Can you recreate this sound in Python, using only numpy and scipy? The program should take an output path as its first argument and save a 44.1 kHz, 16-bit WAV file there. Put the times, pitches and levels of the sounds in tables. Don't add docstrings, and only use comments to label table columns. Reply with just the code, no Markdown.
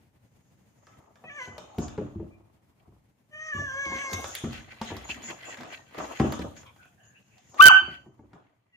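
import sys
import numpy as np
from scipy import signal
from scipy.fft import rfft, irfft, next_fast_len
from scipy.io import wavfile
from scipy.ndimage import uniform_filter1d

SR = 44100
rng = np.random.default_rng(int(sys.argv[2]) if len(sys.argv) > 2 else 0)


def waveform_to_disk(signal):
    frames = np.transpose(np.atleast_2d(signal))
    scaled = np.clip(frames, -1, 1) * 32767
    samples = np.round(scaled).astype(np.int16)
    wavfile.write(sys.argv[1], SR, samples)


def invert_db(x):
    u = np.asarray(x, float) / 20
    return 10 ** u


N = 386316


def level(x, db):
    return x * invert_db(db) / np.sqrt(np.mean(x ** 2))


def track(table, edge=0.014):
    s, *columns = np.transpose(table)
    t = np.arange(N) / SR
    gate = np.clip(np.minimum(t - s[0], s[-1] - t) / edge + 1, 0, 1)
    return gate, [np.interp(t, s, column) for column in columns]


def slope(points, hz):
    f, db = np.transpose(points)
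    return np.interp(np.log(np.maximum(hz, 1)), np.log(f), db, left=-120, right=-120)


def ports(mid, side):
    alike_hz = 430
    side = signal.lfilter(*signal.butter(1, alike_hz, "high", fs=SR), side)
    return np.array([mid + side, mid - side])


def hiss(points):
    size = next_fast_len(N)
    shape = invert_db(slope(points, np.arange(size // 2 + 1) * SR / size))
    mid, side = irfft(rfft(rng.standard_normal((2, size))) * shape, size)[:, :N]
    return level(ports(mid, side), 0)


def walk(rate):
    k = int(SR / rate)
    steps = np.repeat(rng.standard_normal(N // k + 1), k)
    return 1.15 * uniform_filter1d(steps, k)[:N]


def add(out, s, piece):
    i = int(s * SR)
    out[..., i:i + piece.shape[-1]] += piece[..., :N - i]


def bandpass(x, low_hz, high_hz):
    return signal.sosfilt(signal.butter(2, [low_hz, high_hz], "band", fs=SR, output="sos"), x)


# time in seconds, pitch in Hz, level in dB.
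YELP_PATH = [(7.592, 1170, -40), (7.596, 1175, -22), (7.6, 1180, -11), (7.609, 1190, -5),
             (7.614, 1480, -5.5), (7.626, 1535, -1.7), (7.642, 1540, -1), (7.654, 1535, -1.7),
             (7.668, 1537, -.8), (7.685, 1510, -1.4), (7.692, 1360, -15), (7.712, 780, -22),
             (7.722, 740, -34)]
# pitch in Hz, left port over right in dB.
YELP_LEAN = [(600, -2), (1190, 9), (1400, -3), (1540, -6), (1700, -6)]
# pitch in Hz, octave over fundamental in dB.
YELP_OCTAVE_LEVEL = [(600, -26), (1190, -32), (1370, -6), (1540, -14), (1700, -14)]
YELP_PARTIALS = [-18, -21, -30, -30]


def yelp():
    gate, (hz, right_db) = track(YELP_PATH)
    left_db = right_db + slope(YELP_LEAN, hz)
    octave_db = slope(YELP_OCTAVE_LEVEL, hz)
    phase = 2 * np.pi * np.cumsum(hz) / SR + np.array([[1.4], [0]])
    octave = np.sin(2 * phase - [[4.4], [1.3]])
    tone = np.sin(phase) + invert_db([octave_db + 6, octave_db - 3]) * octave
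    for number, db in enumerate(YELP_PARTIALS, 3):
        tone += invert_db(db + octave_db) * np.sin(number * phase)
    air = hiss([(700, 1.0), (1300, 8.5), (2400, 0.0), (3300, -7.5), (3900, -27.5),
                (4600, -16), (7000, -14.5), (8000, -34.0)])
    tone += invert_db(octave_db - 14.0) * air
    return gate * tone * invert_db([left_db, right_db])


# frequency in Hz, level in dB.
YELP_ROUGHNESS = [(600, -14), (800, -2.5), (1300, -2.5), (2300, 1), (3200, -3.5), (3600, -24.5),
                  (7500, -27.5)]


def scattered(cry):
    third = bandpass(cry, 4450, 4800)
    rasp = uniform_filter1d(np.abs(cry), size=200) * hiss(YELP_ROUGHNESS)[0]
    return (cry + invert_db(10) * third) * (1 + .1 * walk(400)) + invert_db(-16) * rasp


# frequency in Hz, level in dB over its peak.
CAT_TOP = [(1500, -36), (3200, -17), (4200, -17), (4900, -15), (5500, -11), (5900, -1), (6300, -1),
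           (6900, -8), (8000, -22), (11000, -36)]


def cat(pitch, mouth):
    gate, (effort_db, mouth_hz, jaw) = track(mouth, 0.0063)
    hz = track(pitch)[1][0]
    phase = 2 * np.pi * np.cumsum(hz * (1 + .005 * walk(60))) / SR
    blur_db = 6 * uniform_filter1d(np.abs(np.gradient(hz)) * SR / 1000, size=900)

    first_db = -58 + .45 * (effort_db + 40)
    second_db = effort_db - 19 + jaw * 16
    top_db = effort_db - 31 + jaw * 25.5
    low = [first_db, second_db]
    for number in (3, 4):
        off_khz = (number * hz - mouth_hz) / 1000
        loss_db = np.maximum(43 * off_khz, -20 * off_khz)
        low.append(effort_db - np.minimum(loss_db, 24))
    skirt_db = np.maximum(low[2] - 8, low[3]) - 12
    for number in (5, 6):
        off_khz = np.abs(number * hz - 3000) / 1000
        low.append(effort_db - 19.5 + jaw - 24.5 * off_khz)

    out = 0
    for k, db in enumerate(low):
        waver_db = 2.5 * walk(25) + 2.6 * walk(110)
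        out = out + invert_db(db + waver_db) * np.sin((k + 1) * phase + k * k)
    for k in range(7, 18):
        db = top_db + slope(CAT_TOP, k * hz) + 4.5 * walk(25) - 2 - blur_db
        out += invert_db(db) * np.sin(k * phase + k * k)
    rim = invert_db(top_db - 8) * hiss(CAT_TOP)[0]
    rasp = invert_db(skirt_db - 11) * hiss([(1500, 12), (2400, -6), (3200, -14.0), (4500, -3.0)])[0]
    return gate * (np.sqrt(2) * out + rim + rasp)


# time in seconds, pitch in Hz.
MEW_PITCH = [
    (1.24, 665),
    (1.26, 620),
    (1.29, 655),
    (1.302, 575),
    (1.372, 592),
    (1.41, 510),
    (1.45, 496),
    (1.5, 505),
    (1.575, 498),
]
# time in seconds, effort in dB, mouth resonance in Hz, jaw opening 0 to 1.
MEW_MOUTH = [
    (1.244, -57, 2520, 0),
    (1.29, -37, 2110, 0.0),
    (1.345, -44, 2000, 0.32),
    (1.39, -38, 2110, 0.62),
    (1.425, -35.5, 2070, 0.45),
    (1.455, -41.5, 2060, 0.4),
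    (1.48, -49, 2120, 0.6),
    (1.575, -55.5, 2080, 0.2),
]
# time in seconds, pitch in Hz.
YOWL_HZ = [(3.33, 602), (3.45, 632), (3.508, 622), (3.54, 572), (3.61, 576), (3.63, 583), (3.705, 529.8),
           (3.8, 558), (3.84, 556.4), (3.96, 532.2), (4.018, 561), (4.09, 533.2), (4.2, 539.6)]
# time in seconds, effort in dB, mouth resonance in Hz, jaw opening 0 to 1.
YOWL_MOUTH = [
    (3.315, -59, 1910, .3),
    (3.34, -41, 2050, 0.0),
    (3.47, -36.5, 2070, 0.47),
    (3.56, -32, 1780, 0.21),
    (3.68, -40.5, 1640, 0.56),
    (3.77, -31.5, 1690, 0.4),
    (3.87, -33, 2100, 0.6),
    (4.13, -36.5, 2105, 0.8),
    (4.24, -44, 2136, 0.78),
]


def cat_calls():
    return cat(MEW_PITCH, MEW_MOUTH) + cat(YOWL_HZ, YOWL_MOUTH)


def ring(modes, t60, chance, scatter_db=4., detune=0.0512, push_s=.0016):
    t = np.arange(int(.5 * SR)) / SR
    hz, db = np.transpose(modes)
    hz = (hz * (1 + detune * chance[0]))[:, None]
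    decay = np.exp(-np.log(1000) * t / t60 * (hz / hz[0]) ** 0.53)
    waves = np.sin(2 * np.pi * hz * t + 1.315 * chance[2][:, None]) * decay
    y = invert_db(db + scatter_db * chance[1]) @ waves
    y = y * np.minimum(t / push_s, 1)
    return y / np.abs(y).max()


# frequency in Hz, level in dB.
BOARD_MODES = [(124, -0.5), (145, -0.5), (165, -8), (195, 3.5), (228, 1.5), (268, -7), (305, 4), (348, -2),
               (380, 0.5), (415, 1)]
# frequency in Hz, level in dB.
KNOCK_MODES = [(500, -1.5), (580, -5), (630, -1), (735, 1.5), (830, 1.5), (930, 4), (1090, -5.5),
               (1350, -7.5), (1700, -3.5), (2200, -12)]
# frequency in Hz, level in dB.
JOIST_MODES = [(48, -13), (58, -11), (66, 4), (71, 1), (78, -11), (86, 3), (94, 3.5), (101, 6), (108, -2.5),
               (116, -15.5)]
# start in seconds, peak in dB, knock over thud in dB, beam boom over thud in dB.
PAW_BLOWS = [(1.238, -46.5, 8, -12), (1.474, -40, -4, -9), (1.581, -43.5, 7, -27), (1.781, -20, -14, -10.5),
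             (1.978, -22, -11.5, -14), (2.155, -30, -33, -3), (2.198, -30, -14.5, -23),
             (2.876, -48, -12, -1.5), (3.544, -34, -16.5, -4.5), (3.588, -30.5, -12.5, -11),
             (3.861, -35.5, -7, -6.5), (3.918, -33.5, 1, -20), (4.116, -35.5, -21, -15),
             (4.134, -33.5, -20, -1), (4.437, -23.5, -17.5, -10), (4.845, -46, -27, -48),
             (4.902, -36, 1.5, -23), (4.914, -31, 2, -6), (5.089, -38.5, -0.5, -11), (5.166, -43, -17, -30),
             (5.28, -41, -11, -27), (5.603, -40, -2, -18), (5.977, -33.5, -15, -12.5),
             (6.198, -12, -8, -13), (6.392, -23.5, -7, -11), (7.719, -42.5, -10.5, -5),
             (7.813, -42.5, 3, -3.5), (7.875, -37, -4, -26), (8.058, -44, -8, -32), (8.191, -44, -6.5, -8),
             (8.33, -45.5, -7.5, -24)]


def thuds():
    out = np.zeros(N)
    chances = rng.standard_normal((len(PAW_BLOWS), 4, 3, len(BOARD_MODES)))
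    for (s, db, knock_db, boom_db), chance in zip(PAW_BLOWS, chances):
        blow = ring(BOARD_MODES, 0.22, chance[0], push_s=0.0056)
        blow = blow + invert_db(knock_db) * ring(KNOCK_MODES, 0.12, chance[1])
        blow = blow + invert_db(boom_db) * ring(JOIST_MODES, 0.43, chance[2], push_s=0.0062)
        add(out, s, invert_db(db) * blow)
        settle_s = s + .035 + 0.00802 * chance[3, 0, 0]
        settle_chance = np.hstack([chance[3], chance[1][:, :3]])
        add(out, settle_s, invert_db(db - 5.0) * ring(BOARD_MODES + KNOCK_MODES[:3], 0.23, settle_chance))
    return out


# start in
# seconds, peak in dB, body over tick in dB, air over tick in dB.
CLAW_TICKS = [(0.8689, -53.5, 7, -24), (1.1565, -56.5, 7, -33), (1.24, -65, 15, -21),
              (1.5808, -36, -1, -11), (1.7843, -32.5, -1.5, -3.5), (1.8816, -37.5, -1.5, -16.5),
              (1.9784, -55, 17, -15.5), (3.855, -37, -4, -14), (3.9644, -35, -12, -13), (4.115, -35, 0, -7),
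              (4.1314, -23.5, -12, -7.5), (4.21, -38.5, -11, -3), (4.2425, -31.5, 8.5, -22),
              (4.3515, -19.5, -22, -4), (4.442, -46, 12, -12), (4.5093, -42.5, 1, -12),
              (4.5306, -34.5, 1, -13), (4.7762, -59, 8, -9), (4.815, -30.5, 4, -14.5),
              (4.8477, -41.5, -1, -4), (4.9671, -34, 1.5, -6), (5.0276, -50, -17, -10.5),
              (5.2202, -42, -16, -12), (5.2383, -40, -11, -10.5), (5.4533, -47, -21, -9.5),
              (5.4272, -45, -7, -14), (5.5724, -39.5, 4, -11.5), (5.608, -40, 5.5, -12),
              (5.91, -53.5, -0.5, -12), (5.9455, -44.5, 7.5, -9), (5.9809, -39, 4, -11.5),
              (5.986, -34.5, 7.5, -9), (5.633, -38.5, 6, -14.5), (6.056, -39.5, 2.5, -11),
              (6.1983, -41, 18.5, -21), (6.3225, -28, 4, -5.5), (6.392, -38, 3, -16.5),
              (6.565, -45.5, 1, -7.5), (6.631, -55, 10, -9), (6.6649, -53, 6, -7), (6.762, -60, 10.5, -0.5),
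              (6.8544, -59, 10, 0.5), (7.3816, -50.5, -3, -14), (7.497, -62, -8, 3.5),
              (7.5434, -45.5, 5.5, -7.5), (8.192, -81, 3, -20), (8.3324, -63, 17, -21)]


def claws():
    out, t = np.zeros((2, N)), np.arange(1024) / SR
    ranges = [(456, 1820, 0.009), (1410, 5180, 0.0069), (4940, 14000, 0.0048)]  # (low Hz, high Hz, decay s)
    noises = rng.standard_normal((len(CLAW_TICKS), 2, 1024))
    for (s, db, body_db, air_db), noise in zip(CLAW_TICKS, noises):
        burst = ports(noise[0], .5 * noise[1])
        for (low_hz, high_hz, decay), part_db in zip(ranges, (body_db, 0, air_db)):
            fade = np.exp(-t / decay) + 0.87 * np.exp(-t / .0007)
            crack = bandpass(burst * fade, low_hz, high_hz)
            add(out, s, crack / np.abs(crack.mean(axis=0)).max() * invert_db(db + part_db))
    return out


# frequency in Hz, level in dB, time to die by 60 dB in seconds.
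STEP_MODES = [(220, -4, 0.14), (606, -26, 0.069), (907, -4, 0.048), (1120, -13.5, 0.058), (1809, -43, 0.27),
              (2132, -28, 0.22), (3050, -28, 0.064), (3600, -41, 0.079)]


def tap():
    out, t = np.zeros(N), np.arange(int(.3 * SR)) / SR
    rap = 0
    for hz, db, t60 in STEP_MODES:
        rap = rap + invert_db(db) * np.sin(2 * np.pi * hz * t) * np.exp(-np.log(1000) * t / t60)
    add(out, 4.8145, invert_db(-23) * rap / np.abs(rap).max())
    return out


RISE_SHARES = {"scuff": 0.39, "puff": 0.64, "sniff": 0.4, "rub": 0.19}


def swells(events, kind):
    roundness = 1.25
    t, power = np.arange(0, N + 64, 64) / SR, 0
    for s, db, fade in events:
        late = (t - s) / max(fade, .01)
        drop_db = 10 * np.maximum(late, -late / RISE_SHARES[kind]) ** roundness
        power = power + invert_db(db - drop_db) ** 2
    return np.interp(np.arange(N) / SR, t, np.sqrt(power))


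# frequency in Hz, width in Hz, level in dB.
MOUTH_MODES = [(1584, 57, -0.5), (1724, 75, -2), (2010, 410, 4), (2305, 50, -2.5), (2570, 430, -1),
               (2970, 150, -6.5), (3160, 140, -10), (3900, 450, -9.5)]


def breath():
    air, out = ports(*rng.standard_normal((2, N))), 0
    for hz, width, db in MOUTH_MODES:
        b, a = signal.iirpeak(hz, np.clip(hz / (1.6 * width), .5, 12), SR)
        resonance = signal.lfilter(b, a, signal.lfilter(b, a, air))
        out = out + invert_db(db + 3. * walk(22)) * resonance
    return level(out, 0)


# frequency in Hz, level in dB.
SCUFF_COLOUR = [(150, -37), (250, -4), (343, -5.5), (529, -6.5), (638, -3), (709, -4.5), (1260, -8.5),
                (1500, -23.5), (1950, -37), (3300, -120)]
# frequency in Hz, level in dB.
NOSE_COLOUR = [(2820, -49.5), (4800, -17.5), (5840, -14), (6400, -7), (6610, -4), (6970, -6.5), (7380, -13),
               (7760, -25.5), (8500, -27.5), (11000, -57.5), (18700, -120)]
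# frequency in Hz, level in dB.
FUR_COLOUR = [(4470, -36.5), (7600, -5), (8780, 0), (10600, -2), (11100, -2), (15100, -3.5), (15600, -13.5)]
# peak time in seconds, peak in dB, time to fade 10 dB in seconds.
PAD_SCUFFS = [(.885, -68, 0.3), (1.02, -61.5, 0.26), (1.45, -55.5, 0.29), (1.6, -51, 0.14), (1.72, -69, 0),
              (1.82, -48.5, 0.2), (2.07, -62.5, 0.42), (2.34, -75, 0.3), (2.85, -67, 0.1), (3.9, -52, 0.43),
              (4.14, -45, 0.27), (4.28, -64, 0.9), (4.51, -60.5, 0.7), (4.9, -62, 0.57), (5.11, -52.5, 0.4),
              (5.305, -38.5, 0.0441), (5.5, -51.5, 0.23), (5.66, -46, 0.09), (6.01, -36.5, 0.12),
              (6.25, -37.5, 0.1023), (6.44, -47.5, 0.12), (6.83, -58, -0.27), (7.05, -75, 0.3),
              (7.56, -52.5, 0.07), (8.06, -69.5, 0.5), (8.37, -57.5, 0.08)]
# peak time in seconds, peak in dB, time to fade 10 dB in seconds.
MOUTH_PUFFS = [(.93, -70.5, 0.15), (1.43, -47, 0.07), (1.84, -63.5, 0.36), (2.03, -79, -0.1),
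               (2.8, -67, -0.29), (3.55, -60, 0.19), (3.975, -43.5, 0.1), (4.362, -41.5, 0.04),
               (4.545, -41, 0.05), (4.71, -54, 0.24), (4.89, -48, 0.13), (5.045, -55.5, 0.46),
               (5.106, -35, 0.0225), (5.15, -46.5, 0.1), (5.24, -51, 0.2), (5.302, -35.5, 0.02),
               (5.46, -47.5, 0.18), (5.527, -44.5, 0.06), (5.735, -40, 0.04), (6.0, -47, 0.14),
               (6.2, -44.5, 0.13), (6.42, -36.5, -0.0168), (6.58, -52.5, 0.04), (6.68, -72.5, 0),
               (6.83, -57, -0.03), (7.04, -65, -0.5), (7.17, -78, -0.24), (7.36, -70, 0.5),
               (7.585, -36, -0.006), (7.93, -50.5, 0.05), (8.36, -75.5, 0.3)]
# peak time in seconds, peak in dB, time to fade 10 dB in seconds.
NOSE_SNIFFS = [(.45, -79, 0.5), (.86, -73.5, 0.4), (1.47, -64.5, 0.31), (1.82, -49, 0.0745),
               (1.9, -62, 0.11), (2.02, -74.5, 0.23), (4.135, -34, -0.04), (4.27, -44, 0.194),
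               (4.54, -71.5, 1.86), (4.88, -51, 0.06), (5.1, -45.5, 0.05), (5.28, -47.5, 0.08),
               (5.5, -51, 0.08), (5.72, -56, 0.12), (6.03, -51, 0.1149), (6.2, -52, 0.16), (6.32, -51, 0.1),
               (6.58, -51, 0.04), (6.8, -73.5, 0.25), (7.06, -70, 0.03), (7.34, -72, 0.43),
               (7.56, -61.5, 0.3), (8.35, -77.5, 0)]
# peak time in seconds, peak in dB, time to fade 10 dB in seconds.
FUR_RUBS = [
    (1.6, -77, 0),
    (3.6, -72.5, 1),
    (1.8, -59, -0.11),
    (4.135, -56, 0.23),
    (4.28, -48, -0.32),
    (4.98, -69.5, 0.6),
    (6.1, -67, 0.39),
    (6.33, -72.5, 0.6),
]


def stir():
    shared_db = .9 * walk(45)
    puffs = swells(MOUTH_PUFFS, "puff")
    high_hiss = np.hypot(swells(FUR_RUBS, "rub"), invert_db(-22.5) * puffs)
    # (gain, noise, flicker dB, flickers per second)
    sources = [(swells(PAD_SCUFFS, "scuff"), hiss(SCUFF_COLOUR), 3.5, 120),
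               (puffs, breath(), 2.5, 220),
               (swells(NOSE_SNIFFS, "sniff"), hiss(NOSE_COLOUR), 1.5, 30),
               (high_hiss, hiss(FUR_COLOUR), 2.5, 200)]
    return sum(gain * noise * invert_db(shared_db + db * walk(rate)) for gain, noise, db, rate in sources)


def whistles(table, share, edge_s):
    out = np.zeros((2, N))
    noises = rng.standard_normal((len(table), 2, 2, 16384))
    for (s, length, from_hz, to_hz, db), noise in zip(table, noises):
        t = np.arange(int(length * SR)) / SR
        slow = signal.lfilter(*signal.butter(2, share * from_hz, fs=SR), noise)[..., -len(t):]
        phase = 2 * np.pi * np.cumsum(from_hz + (to_hz - from_hz) * t / length) / SR
        band = slow[0] * np.cos(phase) + slow[1] * np.sin(phase)
        fade = np.minimum(np.minimum(t / edge_s, (length - t) / (2 * edge_s)), 1)
        add(out, s, level(ports(*band), db) * fade)
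    return out


# start in seconds, length in seconds, from Hz, to Hz, level in dB.
NOSTRIL_WHISTLES = [
    (5.04, .085, 6700, 7160, -51),
    (5.225, 0.082, 6750, 7040, -44.5),
    (5.45, 0.084, 7050, 7180, -49),
    (6.3, 0.048, 6900, 7130, -58),
    (7.03, 0.089, 6700, 6660, -66),
    (5.5, 0.05, 1950, 1855, -48),
    (5.74, 0.097, 1850, 1870, -59),
]
# start in seconds, length in seconds, from Hz, to Hz, level in dB.
THROAT_WHIMPERS = [(4.85, 0.074, 3900, 3890, -50), (4.86, .06, 3200, 3090, -48),
                   (5.03, 0.044, 2100, 2030, -51), (5.21, 0.073, 1800, 2640, -61),
                   (6.65, 0.062, 3300, 3270, -59), (6.65, 0.074, 1050, 996, -57),
                   (6.65, 0.076, 2400, 2300, -60), (6.78, .11, 1480, 1470, -60),
                   (6.8, .1, 2450, 2560, -65.5), (6.8, .11, 3200, 3150, -74), (6.97, 0.23, 1700, 1645, -66),
                   (6.99, 0.11, 2900, 2860, -69.5), (6.98, .06, 700, 700, -64),
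                   (7.145, 0.06, 2550, 2820, -59), (7.3, 0.11, 2600, 2600, -69.5),
                   (7.36, .06, 700, 697, -63.5)]
# start in seconds, length in seconds, from Hz, to Hz, level in dB.
STEP_GROANS = [
    (1.71, 0.065, 820, 806, -54),
    (5.15, 0.061, 234, 228, -50.5),
    (5.23, .08, 219, 231, -52.5),
    (5.58, 0.0686, 236, 228, -49.5),
]


def pinched_air_and_groans():
    out = whistles(NOSTRIL_WHISTLES, .02, .006)
    out = out + whistles(THROAT_WHIMPERS, .06, 0.014)
    return out + whistles(STEP_GROANS, .06, 0.0088)


# start in seconds, length in seconds, pitch in Hz, level in dB.
NOSTRIL_SQUEAKS = [
    (2.3, .08, 2400, -63),
    (.925, .03, 1300, -58),
    (6.79, .09, 1480, -66),
    (8.72, .08, 1950, -59),
    (8.725, .07, 2750, -61),
]


def squeaks():
    out = np.zeros(N)
    for s, length, hz, db in NOSTRIL_SQUEAKS:
        t = np.arange(int(length * SR)) / SR
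        waver = np.cumsum(0.035 * rng.standard_normal(len(t)))
        add(out, s, invert_db(db) * np.hanning(len(t)) ** .5 * np.sin(2 * np.pi * hz * t + waver))
    return out


# frequency in Hz, time to die by 60 dB in seconds.
ROOM_DECAY = [(100, 0.68), (250, 0.57), (600, 0.53), (1500, 0.51), (3000, 0.55), (6000, 0.37),
              (12000, 0.06)]


def room():
    t = np.arange(int(.8 * SR)) / SR
    noise, echoes = ports(*rng.standard_normal((2, len(t)))), 0
    edges = [30, 160, 400, 950, 2100, 4200, 8500, 18000]
    for (hz, t60), low, high in zip(ROOM_DECAY, edges, edges[1:]):
        echoes = echoes + bandpass(noise, low, high) * np.exp(-np.log(1000) * t / t60)
    echoes = echoes * np.clip(t / 0.011, 0, 1)
    return echoes / np.sqrt(np.sum(echoes ** 2) / 2)


# frequency in Hz, level in dB.
HUM_COLOUR = [(12, -38.5), (20, -12.5), (22, -22), (70, -11), (112, -1), (162, -9.5), (196, -8),
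              (324, -17.5), (416, -21), (453, -21), (934, -25.5), (1200, -31), (2090, -31), (4090, -39.5),
              (15600, -43.5)]
# time in seconds, level in dB.
HUM_GAIN = [
    (0, 2.5),
    (2.4, 1),
    (7.55, 2),
    (7.7, 6.5),
    (8.1, -7.5),
    (8.76, -12),
]


def house_hum(tilt):
    gain_db = track(HUM_GAIN)[1][0] + 2.7 * walk(45)
    return level(hiss(HUM_COLOUR), -65.5) * tilt * invert_db(gain_db)


# time in seconds, level in dB over their peak.
YELP_ECHO_LEVEL = [
    (7.58, -14),
    (7.68, -13),
    (7.694, -4),
    (7.735, -2.5),
    (7.77, -1),
    (7.82, -6),
    (7.98, -11),
    (8.1, -22),
    (8.2, -28),
]


def scene():
    cry, blows, ticks = yelp(), thuds() + tap(), claws()
    pinched, voice = pinched_air_and_groans(), cat_calls() + squeaks()

    tilt = invert_db([[.6], [-.6]])
    direct = np.array([voice, np.roll(voice, shift=7)]) * tilt
    direct = direct + blows * invert_db([[.7], [-.7]]) + cry + ticks + pinched + tilt * stir()

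    send = invert_db(-10) * voice + invert_db(-7.0) * blows + invert_db(-3) * ticks[0] + invert_db(-12) * pinched[0]
    echoes = room()
    wet = signal.fftconvolve(send[None], echoes, axes=1)[:, :N]
    cry_wet = signal.fftconvolve(scattered(cry[1] + cry[0])[None], echoes, axes=1)[:, :N]
    cry_wet = cry_wet / np.abs(cry_wet).max(axis=1, keepdims=True)
    return direct + wet + cry_wet * invert_db(track(YELP_ECHO_LEVEL)[1][0]) + house_hum(tilt)


def low_pass(x):
    return signal.sosfilt(signal.butter(12, 15710, fs=SR, output="sos"), x)


def record(dry):
    left = np.clip(dry[0], -.97, .97)
    fine = signal.resample_poly(dry[1], 3, 1)
    right = signal.resample_poly((fine + 1) % 2 - 1, 1, 3)
    trimmed = signal.lfilter(*signal.butter(2, 46, "high", fs=SR), [left, right])
    return low_pass(trimmed)


dry = scene()
out = record(dry)
waveform_to_disk(out)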